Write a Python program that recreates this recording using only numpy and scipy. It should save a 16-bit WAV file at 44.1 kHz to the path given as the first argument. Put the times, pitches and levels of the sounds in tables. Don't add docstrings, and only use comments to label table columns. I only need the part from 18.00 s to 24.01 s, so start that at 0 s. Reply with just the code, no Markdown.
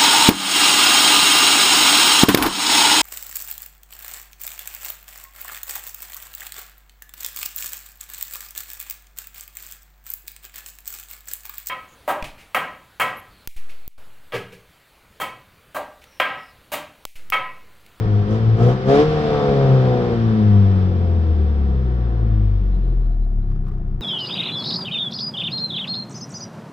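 import sys
import numpy as np
from scipy.fft import rfft, irfft, next_fast_len
from scipy.io import wavfile
from scipy.ndimage import map_coordinates

SR = 44100
rng = np.random.default_rng(int(sys.argv[2]) if len(sys.argv) > 2 else 0)


def unload_audio(sound):
    columns = np.transpose(np.atleast_2d(sound))
    steps = np.round(np.clip(columns, -1, 1) * 32767)
    wavfile.write(sys.argv[1], SR, steps.astype(np.int16))


N = 265041
THROTTLE_TRAVEL_S = .055
# (frequency [Hz], gain [dB])
AIR_MODES = [(31, -5), (36, -6.5), (50, -17.5), (57, -23), (78, -20), (90, -21.5), (102, -13.5), (116, -22),
             (131, -12.5), (149, -31.5), (168, -11.5), (190, -9), (211, -9.5), (240, -21.5), (280, -20.5),
             (370, -20.5), (420, -9.5), (490, -3.5), (550, -10), (610, -31)]


def amp(db):
    return 10 ** (np.asarray(db) / 20)


def along(points, hz):
    freqs, values = np.transpose(points)
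    return np.interp(np.log(hz + 1), np.log(freqs + 1), values)


def curve(points):
    return np.interp(np.arange(N) / SR, *np.transpose(points))


def at_speed(rows, rate):
    hz, *columns = np.transpose(rows)
    return [np.interp(np.log(rate), np.log(hz), column) for column in columns]


def wobble(rate):
    knots = rng.standard_normal(2048)
    coarse = np.arange(0, N + 64, 64)
    return np.interp(np.arange(N), coarse, map_coordinates(knots, [coarse * rate / SR], mode='wrap'))


def press(start, length, rise, fall):
    t = np.arange(N) / SR - start
    return np.clip(t / rise, 0, 1) * np.clip(1 - (t - length) / fall, 0, 1)


def swells(rows):
    t = np.arange(N) / SR
    return sum(amp(db) * np.exp(-.5 * ((t - s) / width) ** 2) for s, db, width in rows)


def filtered(x, response):
    size = next_fast_len(N + SR // 4)
    return irfft(rfft(x, size) * response(np.fft.rfftfreq(size, 1 / SR)), size)[..., :N]


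def resonances(modes, hz):
    return sum(amp(db) * 1j * hz * w / (c * c - hz * hz + 1j * hz * w) for c, w, db in modes)


def rush(spectrum, gate=1, ring=np.ones_like):
    # (frequency [Hz], left-right likeness [0-1])
    likeness = [(100,0.89),(450,0.91),(750,0.82),(1100,0.42),(3000,0.33),(12000,0.033)]

    def colour(hz):
        spread = np.arccos(along(likeness, hz)) / 2
        return amp(along(spectrum, hz)) * ring(hz) * np.array([np.cos(spread), np.sin(spread)])
    mid, side = filtered(gate * rng.standard_normal((2, N)), colour)
    stereo = np.array([mid + side, mid - side])
    return stereo / np.sqrt(np.mean(stereo ** 2) + 1e-20)


def strokes(firings, depth_db, scatter_db, cylinders=None):
    usual_cylinders = [1.1,0.74,0.86,0.48]
    strengths = np.array(cylinders or usual_cylinders)
    index = np.floor(firings).astype(int)
    size = strengths[index % len(strengths)] * amp(scatter_db * rng.standard_normal(1024)[index])
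    return 1 + amp(depth_db) * size * np.sin(np.pi * firings) ** 8


def foot_on(lift_s=1.029):
    return np.clip((lift_s - np.arange(N) / SR) / THROTTLE_TRAVEL_S, 0, 1)


def pedal():
    # (start [s], length [s], opening [0-1], extra growl [dB])
    jabs = [(0.257, 0.088, 0.31, 4), (0.556, 0.14, 0.52, 12), (0.839, 0.16, 0.79, 9.5)]
    overrun_span = dict(start=1.09, length=1.045, fall=.035)
    overrun = press(rise=.25, **overrun_span)
    late_swell_db = press(rise=1.045, **overrun_span) ** 2
    load_db = (6.5 + late_swell_db) * overrun
    throttle = np.zeros(N)
    for start, length, opening, growl_db in jabs:
        throttle += opening * press(start, length, THROTTLE_TRAVEL_S, THROTTLE_TRAVEL_S)
        load_db += growl_db * press(start, length, THROTTLE_TRAVEL_S, fall=.09)
    return throttle, overrun, load_db


def growl(firings, rate, growl_db, slow, throttle, overrun):
    # (frequency [Hz], gain [dB])
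    cabin_path = [(70,-19),(155,-13.5),(200,-6.5),(255,-9.5),(305,-4.5),(350,-3),(440,-1.5),(510,-2),(605,-15.5),(680,-6),(770,-10.5),(900,-19.5),(1250,-20.5),(2000,-29.5),(3500,-43)]
    # (frequency [Hz], level of a whole order [dB])
    exhaust = [(120,-14),(155,-47),(192,-38),(235,-54.5),(275,-57.5),(340,-51),(400,-69),(480,-78.5),(800,-99.5)]
    # (at top speed [dB], more towards idle [dB], at full throttle [dB], on the overrun [dB])
    trims_db = (-1.5, -7, 4.5, 1.8)
    level_db = growl_db + np.dot(trims_db, [np.ones(N), slow, throttle, overrun])
    level_db -= 2.5 * foot_on() * (1 - throttle)
    evening_db = -3.5 * throttle
    half_db, quarter_db = -3 + evening_db, -14 + 6 * slow + evening_db
    flutter = .28 + .3 * throttle
    total = np.zeros(N)
    for order in np.setdiff1d(np.arange(3, 61) / 4, [1, 1.5, 2, 2.5, 3, 4]):
        size = amp(level_db + along(cabin_path, order * rate) - .87 * max(order - 6, 0))
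        if order % 1:
            size = size * amp(quarter_db if order % .5 else half_db)
        else:
            size = np.hypot(size, amp(along(exhaust, order * rate)))
        angle = 2 * np.pi * (order * firings + rng.random())
        total += size * (1 + flutter * wobble(20)) * np.cos(angle + flutter * wobble(20))
    return np.sqrt(2) * total


def chug(firings, slow, scatter_db=1.3):
    burns = rng.standard_normal(1024)
    near_idle = (slow / slow.max()) ** 6
    return amp(scatter_db * near_idle * np.interp(firings, np.arange(len(burns)), burns))


def boom(firings, rate, throttle, overrun):
    # (firing rate [Hz], first order [dB], second [dB], third [dB], fourth [dB])
    speed_drive = [(29.3, -22, -9.5, -16.5, -14), (41.2, -7, -20, -16, -28), (53.85, 2, -2, -26, -25.5),
                   (84, 3, -24, -28.5, -27), (101.2, 2, -9, -19.5, -21.5), (122.4, -3, -6.5, -9.5, -31.5),
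                   (165.6, 10.5, -15.5, -16.5, -22.5)]
    # (foot on pedal [dB], full throttle [dB], overrun [dB])
    load_drive = [(1.5, -4.5, -0.5), (-12.5, 28.5, -0.5), (-9.5, 23, 1), (-1, 23, 9.5)]
    # (time [s], gain [dB])
    drone_swing = [(.05, -3), (.21, -4), (.265, -19), (.32, 1.5), (.39, -3), (.47, 6.5), (.55, 4.5),
                   (.58, -7), (.61, 13.5), (.655, 10.5), (.72, -0.5), (.82, -20), (.89, -0.5), (1.05, -2),
                   (1.52, -3.5), (1.62, 2), (1.8, 1), (1.98, 0), (2.04, -5), (2.25, 5), (2.37, -4.5),
                   (2.48, 1)]
    drives_db = np.array(at_speed(speed_drive, rate))
    drives_db += np.array(load_drive) @ [foot_on(), throttle, overrun]
    drives_db[0] += curve(drone_swing)
    total = np.zeros(N)
    for order, drive_db in enumerate(drives_db, 1):
        size = amp(drive_db + along(AIR_MODES, order * rate))
        flutter = .07 * order ** .7
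        angle = 2 * np.pi * order * firings + flutter * wobble(25)
        total -= size * (1 + flutter * wobble(24.84)) * np.cos(angle)
    return np.sqrt(2) * total


def lope(firings, rate, load_db, low_cut_hz=33.8):
    # (drive [dB], share of the extra growl [0-1])
    half_orders = [(-24, 0.05), (-22.5, .5), (-24, 0.38)]
    total = np.zeros(N)
    for order, (drive_db, share) in zip((.5, 1.5, 2.5), half_orders):
        angle = 2 * np.pi * (order * firings + rng.random()) + .08 * wobble(32)
        low_cut = 1 / (1 + (low_cut_hz / (order * rate)) ** 10)
        level_db = drive_db + along(AIR_MODES, order * rate) + share * load_db + 1.5 * wobble(31)
        total += low_cut * amp(level_db) * np.cos(angle)
    return np.sqrt(2) * total


def thumps(firings, rate, jitter_periods=.012, scatter_db=2, soft_hz=730):
    # (firing rate [Hz], strength [dB])
    strength = [(31,12.5),(42,11.5),(60,14),(90,12.5),(125,11),(150,9)]
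    cylinders_db = [.5,-3,1.5,-4]
    # (frequency [Hz], width [Hz], gain [dB])
    modes = [(200,36,0.5),(326,64,-2.5),(506,5.8,-6.5),(700,9.3,-2.5),(749,12,0)]
    onsets = np.flatnonzero(np.diff(np.floor(firings)))
    count = len(onsets)
    size_db = np.resize(cylinders_db, count) + scatter_db * rng.standard_normal(2048)[:count]
    jitter = jitter_periods * SR / rate[onsets] * rng.standard_normal(2048)[:count]
    landings = np.clip(onsets + np.round(jitter).astype(int), 0, N - 1)
    pushes = np.zeros(N)
    pushes[landings] = amp(along(strength, rate[onsets]) + size_db)
    return filtered(pushes, lambda hz: resonances(modes, hz) / (1 + 1j * hz / soft_hz) ** 4)


def body_rumble(firings):
    # (frequency [Hz], relative level [dB])
    spectrum = [(20,-8),(42,6),(110,3),(160,0.5),(205,5),(270,-12.5),(345,-5),(420,-5),(520,-38.5),(1000,-83.5)]
    return rush(spectrum, strokes(firings, depth_db=-23.5, scatter_db=-13.5))


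def block_noise(firings):
    # (frequency [Hz], relative level [dB])
    spectrum = [(30,-23.5),(110,11.5),(220,7),(300,-16.5),(490,11),(620,-11.5),(740,-6.5),(900,-11),(1400,-19),(3000,-48)]
    # (frequency [Hz], width [Hz], gain [dB])
    modes = [(278, 170, 0.5), (575, 160, -5.5)]
    gate = strokes(firings, depth_db=-6, scatter_db=4.5)
    return rush(spectrum, gate, lambda hz: 1 + resonances(modes, hz))


def panel_knock(firings):
    # (frequency [Hz], relative level [dB])
    spectrum = [(350,-14),(650,5.5),(790,-2),(1200,-16.5)]
    # (frequency [Hz], width [Hz], gain [dB])
    modes = [(692,24,0),(750,28,-1)]
    cylinders = [1,.25,1.2,.15]
    gate = strokes(firings, depth_db=20, scatter_db=1, cylinders=cylinders)
    return rush(spectrum, gate, lambda hz: resonances(modes, hz))


def covers(hz):
    # (frequency [Hz], width [Hz], gain [dB])
    modes = [(713,53,19),(1390,35,-11.5),(1763,16,-4.5),(2170,17,-11.5),(2590,8.8,-10.5),(3130,60,-4.5),(3550,16,3.5)]
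    return 1 + resonances(modes, hz)


def clatter(firings):
    # (frequency [Hz], relative level [dB])
    spectrum = [(400,-23.5),(750,-7.5),(1000,4.5),(1250,3),(1550,2),(1900,-1.5),(2400,-17.5),(5000,-56)]
    return rush(spectrum, strokes(firings, depth_db=-23, scatter_db=-1.5), covers)


def valve_thrash(firings):
    # (frequency [Hz], relative level [dB])
    spectrum = [(800,-20.5),(1900,1.5),(2300,4.5),(2900,1),(3500,2),(4100,-2),(5400,-4),(6300,-17),(8000,-22.5),(12000,-42.5),(15500,-64)]
    return rush(spectrum, strokes(firings, depth_db=-20, scatter_db=0), covers)


def intake_bark(firings):
    # (frequency [Hz], relative level [dB])
    spectrum = [(200,-26),(500,-2.5),(1250,7),(2100,-22.5),(3100,5.5),(4300,-11.5),(5500,-3),(8000,-16),(12000,-24),(15500,-47)]
    return rush(spectrum, strokes(firings, depth_db=2, scatter_db=6))


def smear(x, centre_hz=123.5, width_hz=109):
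    pole = lambda hz: centre_hz ** 2 - hz ** 2 + 1j * hz * width_hz
    return filtered(x, lambda hz: np.conj(pole(hz)) / pole(hz))


def standing_waves(hz):
    # (frequency [Hz], half width [Hz], gain [dB])
    peaks = [(264,8.7,-1),(314.7,5.2,5),(444.5,15,-2),(493.5,6.3,3),(561.7,9,1),(631,22,-7.5),(652.4,28,1.5),(747,1.7,5.5),(806,30,-4),(980,7.3,-2),
             (1040,8.6,-3.5),(1164,18,5),(1180,13,-4),(1288,25,3),(1655,22,-1)]
    return amp(sum(db * np.exp(-.5 * ((hz - centre) / width) ** 2) for centre, width, db in peaks))


def seat(x, lead):
    # (frequency [Hz], left minus right [dB])
    balance = [(60, 2.5), (100, 3.5), (170, 1), (270, 5), (460, 0.5), (760, 2.5), (1250, -0.5), (2080, 0),
               (3450, -0.5), (5730, -1)]
    left = lambda hz: amp(along(balance, hz) / 2) * np.exp(.5j * lead(hz))
    return filtered(x, lambda hz: standing_waves(hz) * np.array([left(hz), 1 / left(hz)]))


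def engine():
    # (time [s], firing rate [Hz])
    revs = [(0, 109.6), (0.129, 103.2), (0.249, 102.3), (.38, 111.8), (.55, 110.9), (0.719, 126.5),
            (.85, 129.6), (1.061, 154.8), (1.25, 149.7), (1.92, 125), (2.53, 101.8), (3.03, 87.25),
            (3.85, 63), (4.22, 55.33), (4.95, 41.95), (5.36, 35.99), (5.71, 30.88), (6.01, 30.9)]
    # (firing rate [Hz], growl [dB], clatter [dB], thrash [dB], rumble [dB])
    mix = [(31.4, -59.5, -60.5, -74, -33), (37.6, -62.5, -63.5, -73, -49),
           (42.7, -46.5, -55.5, -64.5, -27.5), (48.7, -48, -54, -61, -29.5), (56.3, -39, -48, -59, -27),
           (69.4, -38.5, -49, -56.5, -27.5), (90, -34, -47, -53.5, -22), (93.7, -34, -43.5, -51, -24),
           (130.2, -31.5, -38.5, -45.5, -24), (156.4, -25.5, -37.5, -40.5, -22.5)]
    rate = curve(revs)
    firings = np.cumsum(rate) / SR
    slow = 1 - rate / rate.max()
    throttle, overrun, load_db = pedal()
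    flow = filtered(throttle, lambda hz: 1 / (1 + 2j * np.pi * hz * .011))
    growl_db, clatter_db, thrash_db, rumble_db = at_speed(mix, rate)
    growl_db += load_db
    strain_db = 12 * flow ** 2 - 1.5 * foot_on() * (1 - flow)

    tones = growl(firings, rate, growl_db, slow, throttle, overrun)
    tones += chug(firings, slow) * boom(firings, rate, throttle, overrun)
    tones += lope(firings, rate, load_db)
    low = smear(tones) + thumps(firings, rate)
    low = low + amp(rumble_db - 5.5) * body_rumble(firings)
    low += amp(growl_db - 6.8 - 1.6 * throttle + 5 * slow) * block_noise(firings)
    low += amp(-47 - 12 * slow + load_db - 6 * throttle) * panel_knock(firings)
    high = amp(clatter_db + 4 + strain_db) * clatter(firings)
    high += amp(thrash_db + 3 + strain_db + 1.2 * overrun) * valve_thrash(firings)
    high += amp(-37) * flow * intake_bark(firings)
    high_lead_s = .31e-3
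    return seat(low, lambda hz: .94 * hz / (hz + 280)) + seat(high, lambda hz: 2 * np.pi * hz * high_lead_s)


def cabin_hiss():
    # (frequency [Hz], relative level [dB])
    spectrum = [(30,2),(300,7.5),(550,-19),(1400,-3),(2500,-23),(6000,-26.5),(9000,-50.5),(15000,-59.5)]
    return amp(-58.5) * rush(spectrum, ring=standing_waves)


def chirps(rasp_db=3.5):
    # (time [s], level [dB], width [s])
    rubs = [(4.745,-66,.02),(4.84,-69,.02),(4.92,-67.5,.025),(5.04,-67,.022),(5.13,-68,.02),(5.235,-71,.02),(5.318,-73,.016),(5.43,-74.5,.018),(5.49,-73.5,.02)]
    # (frequency [Hz], relative level [dB])
    spectrum = [(2000,-25.5),(3100,-12.5),(3750,-4),(4100,9),(4400,-11),(5600,-18.5),(6100,-16.5),(7000,-31),(12000,-59.5)]
    return swells(rubs) * rush(spectrum, amp(rasp_db * wobble(280)))


def rustles(crinkle_db=2.3):
    # (time [s], level [dB], width [s])
    brushes = [(5.515,-52,0.01),(5.559,-55,0.0067),(5.588,-60,.003),(5.65,-56,.004),(5.666,-50,.004),(5.684,-48,0.01),(5.716,-51,.004),(5.736,-54,0.009),(5.780,-55,0.0053)]
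    # (frequency [Hz], relative level [dB])
    spectrum = [(400,-26),(850,-5),(1150,8),(1700,0),(2300,-9),(5000,-15.5),(8000,-26),(15000,-46)]
    # (frequency [Hz], width [Hz], gain [dB])
    modes = [(1150, 150, -2)]
    crinkle = amp(crinkle_db * wobble(360))
    return swells(brushes) * rush(spectrum, crinkle, lambda hz: 1 + resonances(modes, hz))


def clinks(flutter_rad=1.1, tick_t60_s=.05, attack_s=.003, right_louder_db=3):
    # (time [s], level [dB])
    touches = [(5.678,-67),(5.713,-70.5)]
    # (frequency [Hz], gain [dB], t60 [s])
    modes = [(1130,23,.09),(3558,-1,.07),(7741,2,.05),(10400,-4,.04),(11500,-3,.04),(14100,4,.06)]
    total, t = np.zeros(N + SR), np.arange(SR // 4) / SR
    attack = 1 - np.exp(-t / attack_s)
    for start, level_db in touches:
        ring = np.zeros(len(t))
        for hz, db, t60 in modes:
            angle = 2 * np.pi * hz * t + flutter_rad * wobble(300)[:len(t)]
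            ring += amp(db - 60 * t / t60) * np.sin(angle)
        bright_noise = np.convolve(rng.standard_normal(len(t)), [1, 0, -1], 'same')
        tick = amp(-2.5 - 60 * t / tick_t60_s) * bright_noise
        total[round(start * SR):][:len(t)] += amp(level_db) * (ring + tick) * attack
    return total[:N] * amp(np.array([[-1], [1]]) * right_louder_db / 2)


def scene():
    return engine() + rustles() + clinks() + chirps() + cabin_hiss()


def record(dry):
    ceiling, top_hz = .9, 15550
    rounded = dry / (1 + np.abs(dry / ceiling) ** 8) ** (1 / 8)
    return filtered(rounded, lambda hz: hz < top_hz)


dry = scene()
out = record(dry)
unload_audio(out)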